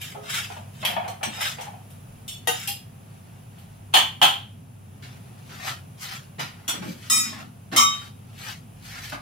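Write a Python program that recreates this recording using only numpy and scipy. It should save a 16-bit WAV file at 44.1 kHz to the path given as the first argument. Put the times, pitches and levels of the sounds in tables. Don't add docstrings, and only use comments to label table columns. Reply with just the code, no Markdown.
import sys
import numpy as np
from scipy import signal
from scipy.fft import rfft, irfft, next_fast_len
from scipy.io import wavfile
from scipy.ndimage import map_coordinates

SR = 44100
rng = np.random.default_rng(int(sys.argv[2]) if len(sys.argv) > 2 else 0)


def gain_from_db(level_db):
    decades = np.asarray(level_db, float) / 20
    return 10 ** decades


def store_wav(level_fs):
    pcm = np.round(np.clip(np.atleast_2d(level_fs), -1, 1) * 32767)
    wavfile.write(sys.argv[1], SR, pcm.T.astype(np.int16))


N = 406161

# start_s, clack_db, heft_db (knock re clack), direct_click (x room)
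GRIDDLE_TAPS = [(.015, -30.5, -36, 2.7), (.146, -46.5, 13, 9.5), (.5, -38, 9, 3), (.293, -34, -20, 5),
                (.518, -41, -20, 4.054), (.565, -50, 17.5, 4.68), (.828, -26, 4, 5), (.8512, -12, -22, 11),
                (.9294, -42, 10.5, 8), (.966, -32.5, 16, 13), (1.045, -43, 18.5, 8), (1.079, -29.5, 3, 9.3),
                (1.212, -52, 21.5, 5.5), (1.231, -19, -2.5, 11.04), (1.376, -44, 15, 5.8),
                (1.407, -25, -11, 5), (1.585, -36, 9.5, 4.09), (1.61, -35.5, -6, 5), (1.669, -49, 17, 4),
                (1.735, -55, 15, 3)]
PLATE_TAPS = [
    (1.904, -60.5, -39, 5),
    (2.4735, -24, -3, 6.5),
    (2.6747, -28, -23, 7),
    (3.585, -50, -14.5, 2.1),
]
# full_pressure_s, rasp_db, rise_s (over 30 dB), hold_s, heft_db (knock re rasp)
SLIDES = [(.045, -43.5, 0.3, 0.031, -49), (.25, -48, .08, .04, -8), (.294, -35, .012, .03, -25),
          (.343, -32, 0.1, 0.008, -21.5), (.375, -33, .06, .035, -20), (.53, -52, 0.3068, 0.04487, -10),
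          (.82, -46.5, 0.14, 0.013, -32), (.87, -45, 0.015, 0.044, 6), (1.0, -61, 0.02, 0.043, 10.5),
          (1.36, -39, .1, .04, -16), (1.408, -30, 0.015, 0.02, -16), (1.46, -34.5, .07, .02, -16),
          (1.6, -50, .06, 0.043, -2), (2.52, -42.5, 0.115, 0.13357, -54), (2.69, -52, .08, 0.013, -28)]
# start_s, clack_db, thump_db (re clack), sizzle_db (re clack), rattle_s
SET_DOWN = [
    (3.931, -32, -10, -12, .006),
    (3.939, -6.5, -23, -5, 0.016),
    (3.966, -11, -25, -6, .006),
    (4.2161, -6.5, -29.5, -8, 0.017),
    (4.2255, -9.5, -8.5, -1, 0.017),
]
# start_s, clack_db, thump_db, knock_db (both re clack), rattle_s
BLOWS = [(1.264, -40.5, 20.5, -10.5, 0.02587), (5.024, -35, 0.5, -23, 0.03), (5.4935, -37, -0.5, -6, 0.02),
         (5.678, -34.5, -29.5, -1, 0.0237), (6.384, -34, 0, -3, .008), (6.394, -21, -8, -5, 0.012),
         (6.6793, -24, -5, -5, 0.01698), (6.737, -33.5, 11, 3.5, 0.014), (6.819, -32.5, 9, -1, .012),
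         (6.8594, -39, 21, -26, 0.036), (7.716, -32, 0, -6, .01), (7.725, -23, 6, -1, 0.05),
         (9.12, -29.5, 3, 4.5, 0.011)]
# full_pressure_s, rasp_db, rise_s (over 30 dB), hold_s, heft_db (knock re rasp)
SHUFFLES = [(3.1, -68, .3, .3, -3), (5.25, -66, .2, .15, -6), (6.155, -44, .05, .02, -14),
            (3.56, -68, .15, 0.1882, -3), (5.05, -60.5, .05, 0.12, -6), (5.52, -53, 0.22, 0.13, -16),
            (5.68, -33, 0.17, 0.0056, -8), (6.01, -47, 0.054, 0.028, -56), (6.04, -43, 0.08, 0.09, -12.5),
            (6.46, -56, .05, 0.056, -5), (6.56, -64.5, .1, 0.12, 1), (6.85, -48.5, .1, 0.076, -30),
            (7.06, -50.5, 0.24, 0.028, -23), (7.26, -41.5, 0.17, 0.026, -15), (7.33, -49, .1, 0.088, 0),
            (7.92, -46, 0.087, 0.041, -12), (8.01, -51, .06, 0.051, -12), (8.31, -63, 0.3227, 0.023, -3),
            (8.38, -55, .03, 0.034, -24), (8.43, -40.5, 0.11, 0.081, -12.5),
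            (8.85, -50.5, 0.063, 0.039, -38), (8.9, -46, 0.16, 0.093, -14.5),
            (9.02, -44.5, 0.026, .07, -26), (9.135, -44, 0.0639, 0.004, -7.5)]

# pitch_hz, t60_s, then level_db struck on the side, on the rim, settling on its base
CUP_HZ = [232, 1157, 1278, 1949, 2182, 2440, 3110, 3755, 5220, 5599, 6342, 6655, 6966, 7477, 7936, 8140,
          9238, 10430, 12490, 13320, 13750]
CUP_T60 = [.6, 0.56, .3, 0.7, 0.32, 0.38, .5, 0.33, 0.28, .3, 0.23, 0.26, .22, 0.3006, .3, 0.1267, 0.051,
           0.23, 0.23, .22, 0.14]
SIDE_DB = [-26, -16, -9, -12, -18, -6, -10, -3, 1, -7, -12, -2, -3, -11.5, 0, -6, 3, -5, -9, -10, -7]
RIM_DB = [-20, -12, -9, -39.5, -7.5, -10, -1, -2, -7, -3.5, -6, -9, -31, -14.5, -18, -6.5, -3, -22.5, -28,
          -24, -24]
BASE_DB = [-20, 2, -10, -30, -6, -9, -2, -1, -7, -7, -9, -9, -30, -15, -18, -14, -14, -22, -28, -24, -24]
CUP_SIDE = np.transpose([CUP_HZ, SIDE_DB, CUP_T60])
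CUP_RIM = np.transpose([CUP_HZ, RIM_DB, CUP_T60])
CUP_BASE = np.transpose([CUP_HZ, BASE_DB, CUP_T60])
# pitch_hz, level_db, t60_s
PLATE = [(480, -4, .07), (748, 0, .09), (1256, -8, .08), (1534, -9, .1), (1873, -1, .1), (2800, 0, .07),
         (3015, -6, .15), (3720, -8, .12), (5582, -12, .15), (7052, -8, .15), (8753, -11, .15),
         (10020, -8, .14), (10990, -6, .15), (12690, -9, .1)]
# pitch_hz, level_db, t60_s
RESTRIKE = [(808, -4, .08), (2804, -1, .12), (3240, 1, .04), (4340, -6, .06), (5030, -10, .25),
            (5300, -9, .06), (7480, -7, .06), (8834, -10, .07), (11150, -8, .06)]
# pitch_hz, level_db, t60_s
GRIDDLE = [(2288, -10, .1), (3295, -8, .08), (4172, -7, .2), (4716, -8, .2), (5868, -1, .12),
           (6250, -7, .1), (7000, -8, .08), (7779, -10, .1), (8312, -3, .07), (10340, -10, .1),
           (10980, -12, .09), (12100, -18, .1)]
# pitch_hz, level_db, t60_s
LID = [(1400, -9, .1), (2970, -6, .1), (3327, 0, .17), (3490, -2, .06), (4242, -9, .2), (5604, -4, .15),
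       (6115, -8, .16), (7058, -9, .2), (7763, -4, .11), (8629, -13, .2), (9981, -14, .2), (10720, -11, .2),
       (11280, -13, .11), (13230, -22, .15)]
# pitch_hz, level_db, t60_s
SPATULA = [ (2780, -14, .2), (3025, -2, .3), (3440, 4, .05), (3620, 0, .04), (4366, -6, .3), (5443, -4, .3),
           (6200, -10, .2), (6729, -7, .11), (7418, -6, .24), (7967, -12, .29), (8915, -10, .3),
           (11130, -14, .3), (11550, -12, .3), (14150, -16, .2)]
# pitch_hz, level_db, t60_s
SEATING = [(830, -1, .1), (1900, -8, .08), (3036, -2, .25), (3400, 2, .15), (4300, -8, .15),
           (6099, -13, .2), (6578, -12, .12), (7800, -17, .15)]
# pitch_hz, level_db, t60_s
STAND = [(420, -3.5, 0.7), (543, -5, 0.53), (666, -3.5, 0.68), (1255.4, -0.5, 0.067), (1390, -22.5, 0.095)]
# start_s, object, level_db, rattle_s, grip_t60_s (longest the grip allows)
RINGS = [(0.015, SPATULA, -46, .06, .06), (0.15, STAND, -41, 0.03, .6), (0.502, STAND, -48, .0075, .091),
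         (.519, GRIDDLE, -48, .005, .06), (1.079, GRIDDLE, -40, 0.005, 0.061),
         (1.2315, GRIDDLE, -30.5, 0.0027, .12), (1.609, GRIDDLE, -40, 0.00735, 0.08),
         (2.279, SPATULA, -33, .02, .05), (2.325, SPATULA, -43, 0.04, 0.07),
         (2.4725, PLATE, -20, 0.012, 0.09), (2.675, RESTRIKE, -27, 0.03, 0.25),
         (3.939, SEATING, -20, .018, 0.2), (3.966, SEATING, -24, .006, .2), (6.679, LID, -24, 0.022, 0.12),
         (7.099, CUP_SIDE, -20, 0.04, .35), (7.16, CUP_SIDE, -26, .04, .3),
         (7.762, CUP_RIM, -16.5, 0.012, 0.33), (7.776, CUP_BASE, -17, .05, .33)]

# pitch_hz, level_db (per Hz)
TAP = [(180, -48), (300, -20.5), (801, -4), (1170, -13.5), (2480, -2), (3130, -1.5), (6200, -19.5),
       (11300, -8), (14700, -10), (16000, -32)]
# pitch_hz, level_db (per Hz)
RASP = [(180, -46.5), (300, -43.5), (366, -12), (1210, -6), (1320, -2.5), (3700, -2), (4440, -12),
        (5160, -7.5), (6100, -9), (12100, -6.5), (16000, -6.5)]
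# pitch_hz, level_db (per Hz)
CLACK = [(71, -44), (120, -8.5), (473, -26.5), (742, -13), (1620, -13), (3110, -6), (4780, -23.5),
         (16000, -24)]
# pitch_hz, level_db (per Hz)
SCUFF = [(71, -29), (120, -7), (177, -1), (445, -23), (805, -6), (892, -13.5), (1340, -11), (2750, -11),
         (10200, -23), (11800, -19.5), (16000, -24.5)]
# pitch_hz, level_db (per Hz)
HUM = [(15, -51.5), (25, -29), (69, -12), (80, -12), (102, -1.5), (130, 0.5), (267, -13.5), (295, -24.5),
       (406, -23), (448, -30.5), (700, -37.5), (910, -76), (1540, -120)]
# pitch_hz, level_db (per Hz)
HISS = [(180, -15), (300, -11.5), (440, -9), (614, -9.5), (678, -6.5), (1080, -14), (2140, -19.5),
        (2250, -17), (2650, -15.5), (4230, -25), (6850, -24.5), (8790, -27), (10400, -18.5), (11900, -26.5),
        (16000, -23.5)]
# pitch_hz, width_hz, level_db
PAN = [(760, 160, 5), (2450, 300, -3), (3100, 350, -1), (5850, 150, 0), (7000, 200, -3)]
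# pitch_hz, width_hz, level_db
IRON = [(732, 157.08, 5), (1730, 44, -9), (2100, 42, -2), (3140, 130, -3.5), (3767, 72, 0), (5100, 61, 4.5),
        (5400, 50, 8), (6900, 120, 6), (7770, 75, 5), (2710, 105, -5)]
# pitch_hz, width_hz, level_db
STONE = [(778, 97, 12), (3165, 170, 6), (3320, 180, 5), (4305, 140, 5.5), (5810, 200, -16),
         (6800, 200, -7.5)]
# pitch_hz, width_hz, level_db
JET = [(10350, 300, -3)]
# centre_s, level_db, pitch_hz, length_s
BOOMS = [(.9, -44, 192, 0.1075), (2.2, -61.5, 44.7, 0.205), (3.75, -61, 45, .2), (6.41, -41.5, 163, .05),
         (6.85, -36.5, 175, 0.07247), (7.28, -45.5, 227.4, 0.22), (9.05, -54, 51.8, 0.38)]
# pitch_hz, t60_s
KITCHEN = [(150, 0.3), (800, 0.31), (3000, 0.36116), (8000, 0.28123), (15000, 0.29)]
EDGES_HZ = [130, 350, 1300, 5000, 16000]
# pitch_hz, side_db (re mid)
WIDTH = [(60, -15.5), (110, -24), (200, -8.5), (380, -0.5), (700, 0.5), (1290, 3), (2380, -3.5),
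         (4400, -3.5), (8120, 3.5), (15000, -3)]


def unit(x):
    return x / np.sqrt(np.mean(np.abs(x) ** 2) + 1e-20)


def along(points, hz):
    f, v = np.transpose(points)
    return np.interp(np.log(hz + 1), np.log(f + 1), v)


def wobble(rate):
    knots = rng.standard_normal(int(N * rate / SR) + 4)
    return map_coordinates(knots, [np.arange(N) * rate / SR])


def filtered(x, response):
    m = next_fast_len(x.shape[-1] + 8192)
    return irfft(rfft(x, m) * response(np.fft.rfftfreq(m, 1 / SR)), m)[..., :x.shape[-1]]


def resonant(peaks):
    return lambda hz: 1 + sum(gain_from_db(db) * 1j * hz * w / (c * c - hz * hz + 1j * hz * w) for c, w, db in peaks)


def registers(spectrum, hz):
    above = [1 / (1 + (edge / (hz + 1)) ** 8) for edge in EDGES_HZ]
    colour = gain_from_db(along(spectrum, hz))
    return [unit(colour * np.sqrt(np.abs(low - high))) for low, high in zip(above, above[1:])]


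def add(bus, s, x):
    part = bus[:, round(s * SR):][:, :x.shape[1]]
    part += x[:, :part.shape[1]]


def echo(colour, speed=1, direct=6, build=0.00067):
    noise = rng.standard_normal((2, 2 * SR // 5))
    noise *= 1 - np.exp(-np.arange(noise.shape[1]) / SR / build)
    noise[:, 128] = [direct, direct / 2]
    hz, t, z = signal.stft(noise, SR, nperseg=256)
    decay = gain_from_db(-60 * speed * t / along(KITCHEN, hz)[:, None])
    tail = signal.istft(z * colour(hz)[:, None] * decay, SR, nperseg=256)[1][:, 100:]
    return tail * np.minimum(np.arange(tail.shape[1]) / 24, 1)


def rattle(length):
    t = np.arange(SR // 5) / SR
    bounces = rng.standard_normal(len(t)) ** 3 / np.sqrt(15 * length * SR + 1)
    burst = bounces * np.exp(-(t / length) ** 4)
    burst[0] = 0.8
    return burst / np.linalg.norm(burst)


def blows(rows, direct, spectrum, gain_db, build):
    bus = np.zeros((2, N))
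    for (s, db, *rel_db, length), click in zip(rows, np.broadcast_to(direct, len(rows))):
        shares = gain_from_db([*rel_db[:-1], 0, rel_db[-1]])
        answer = echo(lambda hz: shares @ registers(spectrum, hz)[-len(shares):], direct=click, build=build)
        contact = signal.fftconvolve(answer, rattle(length)[None], axes=1)
        add(bus, s - .001, gain_from_db(db + gain_db) * contact)
    return bus


def friction(strokes, spectrum, body, fall_db_per_s, sizzle_db, dulling, grain_db, t60, arch=np.inf):
    grains = rng.standard_normal(N) * gain_from_db(grain_db * np.clip(wobble(900), -2, 2) + 1.5 * wobble(40))
    travel_s = .045
    bus, hop, after = np.zeros((2, N)), round(travel_s * SR), np.arange(SR // 12) / SR
    for s, db, rise, hold, heft_db in strokes:
        first = max(round((s - 1.5 * rise) * SR), 0)
        span = np.arange(first, min(round((s + hold + .25) * SR), N))
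        t = span / SR - s
        rasp_db = db + 30 * np.minimum(t / rise, 0) - fall_db_per_s * np.maximum(t - hold, 0)
        bands = filtered(grains[span], lambda hz: np.array(registers(spectrum, hz)[1:]) * body(hz))
        pitch = 1 / (1 + ((t - hold / 2) / arch) ** 2)
        bands = [np.interp(np.cumsum(pitch), np.arange(len(t)), band) for band in bands]
        shares_db = [heft_db, 0, sizzle_db - dulling * heft_db]
        stroke = gain_from_db(rasp_db) * sum(gain_from_db(share_db) * unit(band) for share_db, band in zip(shares_db, bands))
        padded = np.pad(stroke, (hop, 2 * hop))
        pieces = np.lib.stride_tricks.sliding_window_view(padded, 2 * hop)[::hop] * np.sqrt(np.hanning(2 * hop))
        answers = rng.standard_normal((2, len(pieces), len(after))) * gain_from_db(-60 * after / t60)
        answers[:, :, 0] = [[6], [3]]
        answers /= np.linalg.norm(answers[0], axis=1)[:, None]
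        wet = signal.fftconvolve(answers, pieces[None], axes=2)
        for k in range(len(pieces)):
            add(bus, (span[0] + k * hop) / SR, wet[:, k])
    return np.pad(bus[:, hop:], ((0, 0), (0, hop)))


def spatula():
    rows, direct = [], []
    for taps, sizzle_db in [(GRIDDLE_TAPS, -17.5), (PLATE_TAPS, -2)]:
        for s, db, heft_db, click in taps:
            rows.append((s, db, heft_db, sizzle_db - .6 * heft_db, 0.0058))
            direct.append(click)
    taps = blows(rows, direct, TAP, gain_db=-14, build=0.0015)
    slides = friction(SLIDES, RASP, resonant(IRON), fall_db_per_s=188, sizzle_db=-8.5, dulling=0.076,
                      grain_db=4, t60=.08, arch=.42)
    return filtered(taps, resonant(PAN)) + slides


def plate():
    knock_db = -5
    rows = [(s, db, thump_db, knock_db, sizzle_db, length) for s, db, thump_db, sizzle_db, length in SET_DOWN]
    return filtered(blows(rows, 2.5, CLACK, gain_db=-13.5, build=0.0025), resonant(STONE))


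def rings():
    bus, m = np.zeros((2, N)), 2 ** 15
    jw = 2j * np.pi * np.fft.rfftfreq(m, 1 / SR)
    for s, modes, db, length, grip_t60 in RINGS:
        crowd_db = -30 if modes is STAND else -16
        crowd_hz = 2600 + 12900 * rng.random(size=24) ** 1.4
        crowd = [(hz, crowd_db + rng.normal(0, 3.95), .06) for hz in crowd_hz]
        hz, level_db, t60 = np.transpose([*modes, *crowd])[:, :, None]
        damped = (jw + np.log(1000) / np.minimum(t60, grip_t60)) ** 2
        w = 2 * np.pi * hz
        twin = w * (1 + 0.0036)
        ring = jw / (damped + w * w) + 0.28 * jw / (damped + twin * twin)
        path = rfft(echo(np.ones_like, speed=1.24, direct=9)[:, :SR // 3], m) * rfft(rattle(length), m)
        power = np.abs(ring) ** 2
        kept = np.sqrt(power.sum(1) / (np.abs(path) ** 2 @ power.T))
        even = SR * gain_from_db(level_db[:, 0]) * kept
        add(bus, s, gain_from_db(db) * irfft((even.real @ ring) * path, m))
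    return bus


def cook():
    rows = [(s, db, thump_db, knock_db, -10 - 0.24 * thump_db, length)
            for s, db, thump_db, knock_db, length in BLOWS]
    shuffles = friction(SHUFFLES, SCUFF, np.ones_like, fall_db_per_s=246.5, sizzle_db=-9, dulling=0.18,
                        grain_db=3, t60=.075)
    return blows(rows, 1.7, SCUFF, gain_db=-10.0, build=0.0042) + shuffles


def booms():
    bus, t = np.zeros((2, N)), np.arange(SR) / SR - .5
    for s, db, hz, length in BOOMS:
        w = 0.25 * hz
        noise = rng.standard_normal((2, SR))
        rumble = filtered(noise, lambda f: (f * w) ** 2 / ((hz * hz - f * f) ** 2 + (f * w) ** 2))
        add(bus, s - .5, gain_from_db(db) * unit(rumble) * np.exp(-(t / length) ** 4))
    return bus


def background():
    t = np.arange(N) / SR
    lifted_s, cooling_s = 2.3, 0.1
    hiss_db = -57 + 2 * (1 - np.tanh((t - lifted_s) / cooling_s)) / 2
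    hiss_db += -3.5 * np.exp(-((t - 4.7) / .3) ** 2)
    rumble = unit(filtered(rng.standard_normal((2, N)), lambda hz: gain_from_db(along(HUM, hz))))
    mains = gain_from_db(-1.0 + 1.5 * wobble(4.3)) * np.sin(2 * np.pi * 99 * t + 1.36 * wobble(9.5))
    hum = gain_from_db(-46 + .6 * wobble(1.3)) * (rumble + mains * [[1], [0]])
    hiss = unit(filtered(rng.standard_normal((2, N)), lambda hz: gain_from_db(along(HISS, hz)) * resonant(JET)(hz)))
    return hum + gain_from_db(hiss_db + .6 * wobble(1.2)) * hiss


def stereo(pair, width):
    side = filtered(pair[1], lambda hz: gain_from_db(along(width, hz)))
    return np.array([pair[0] + side, pair[0] - side])


def scene():
    contacts = spatula() + plate() + cook() + rings()
    thinned = filtered(contacts, lambda hz: 1 / (1 + (95 / (hz + 1)) ** 6))
    return stereo(thinned + booms() + background(), WIDTH)


def roll_off(x):
    return signal.sosfilt(signal.butter(12, 16640, fs=SR, output="sos"), x)


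def record(dry):
    held = dry / (1 + np.abs(dry / .85) ** 6) ** (1 / 6)
    dull = filtered(held, lambda hz: 1 / (1 + (hz / 15800) ** 80))
    return roll_off(dull)


dry = scene()
out = record(dry)
store_wav(out)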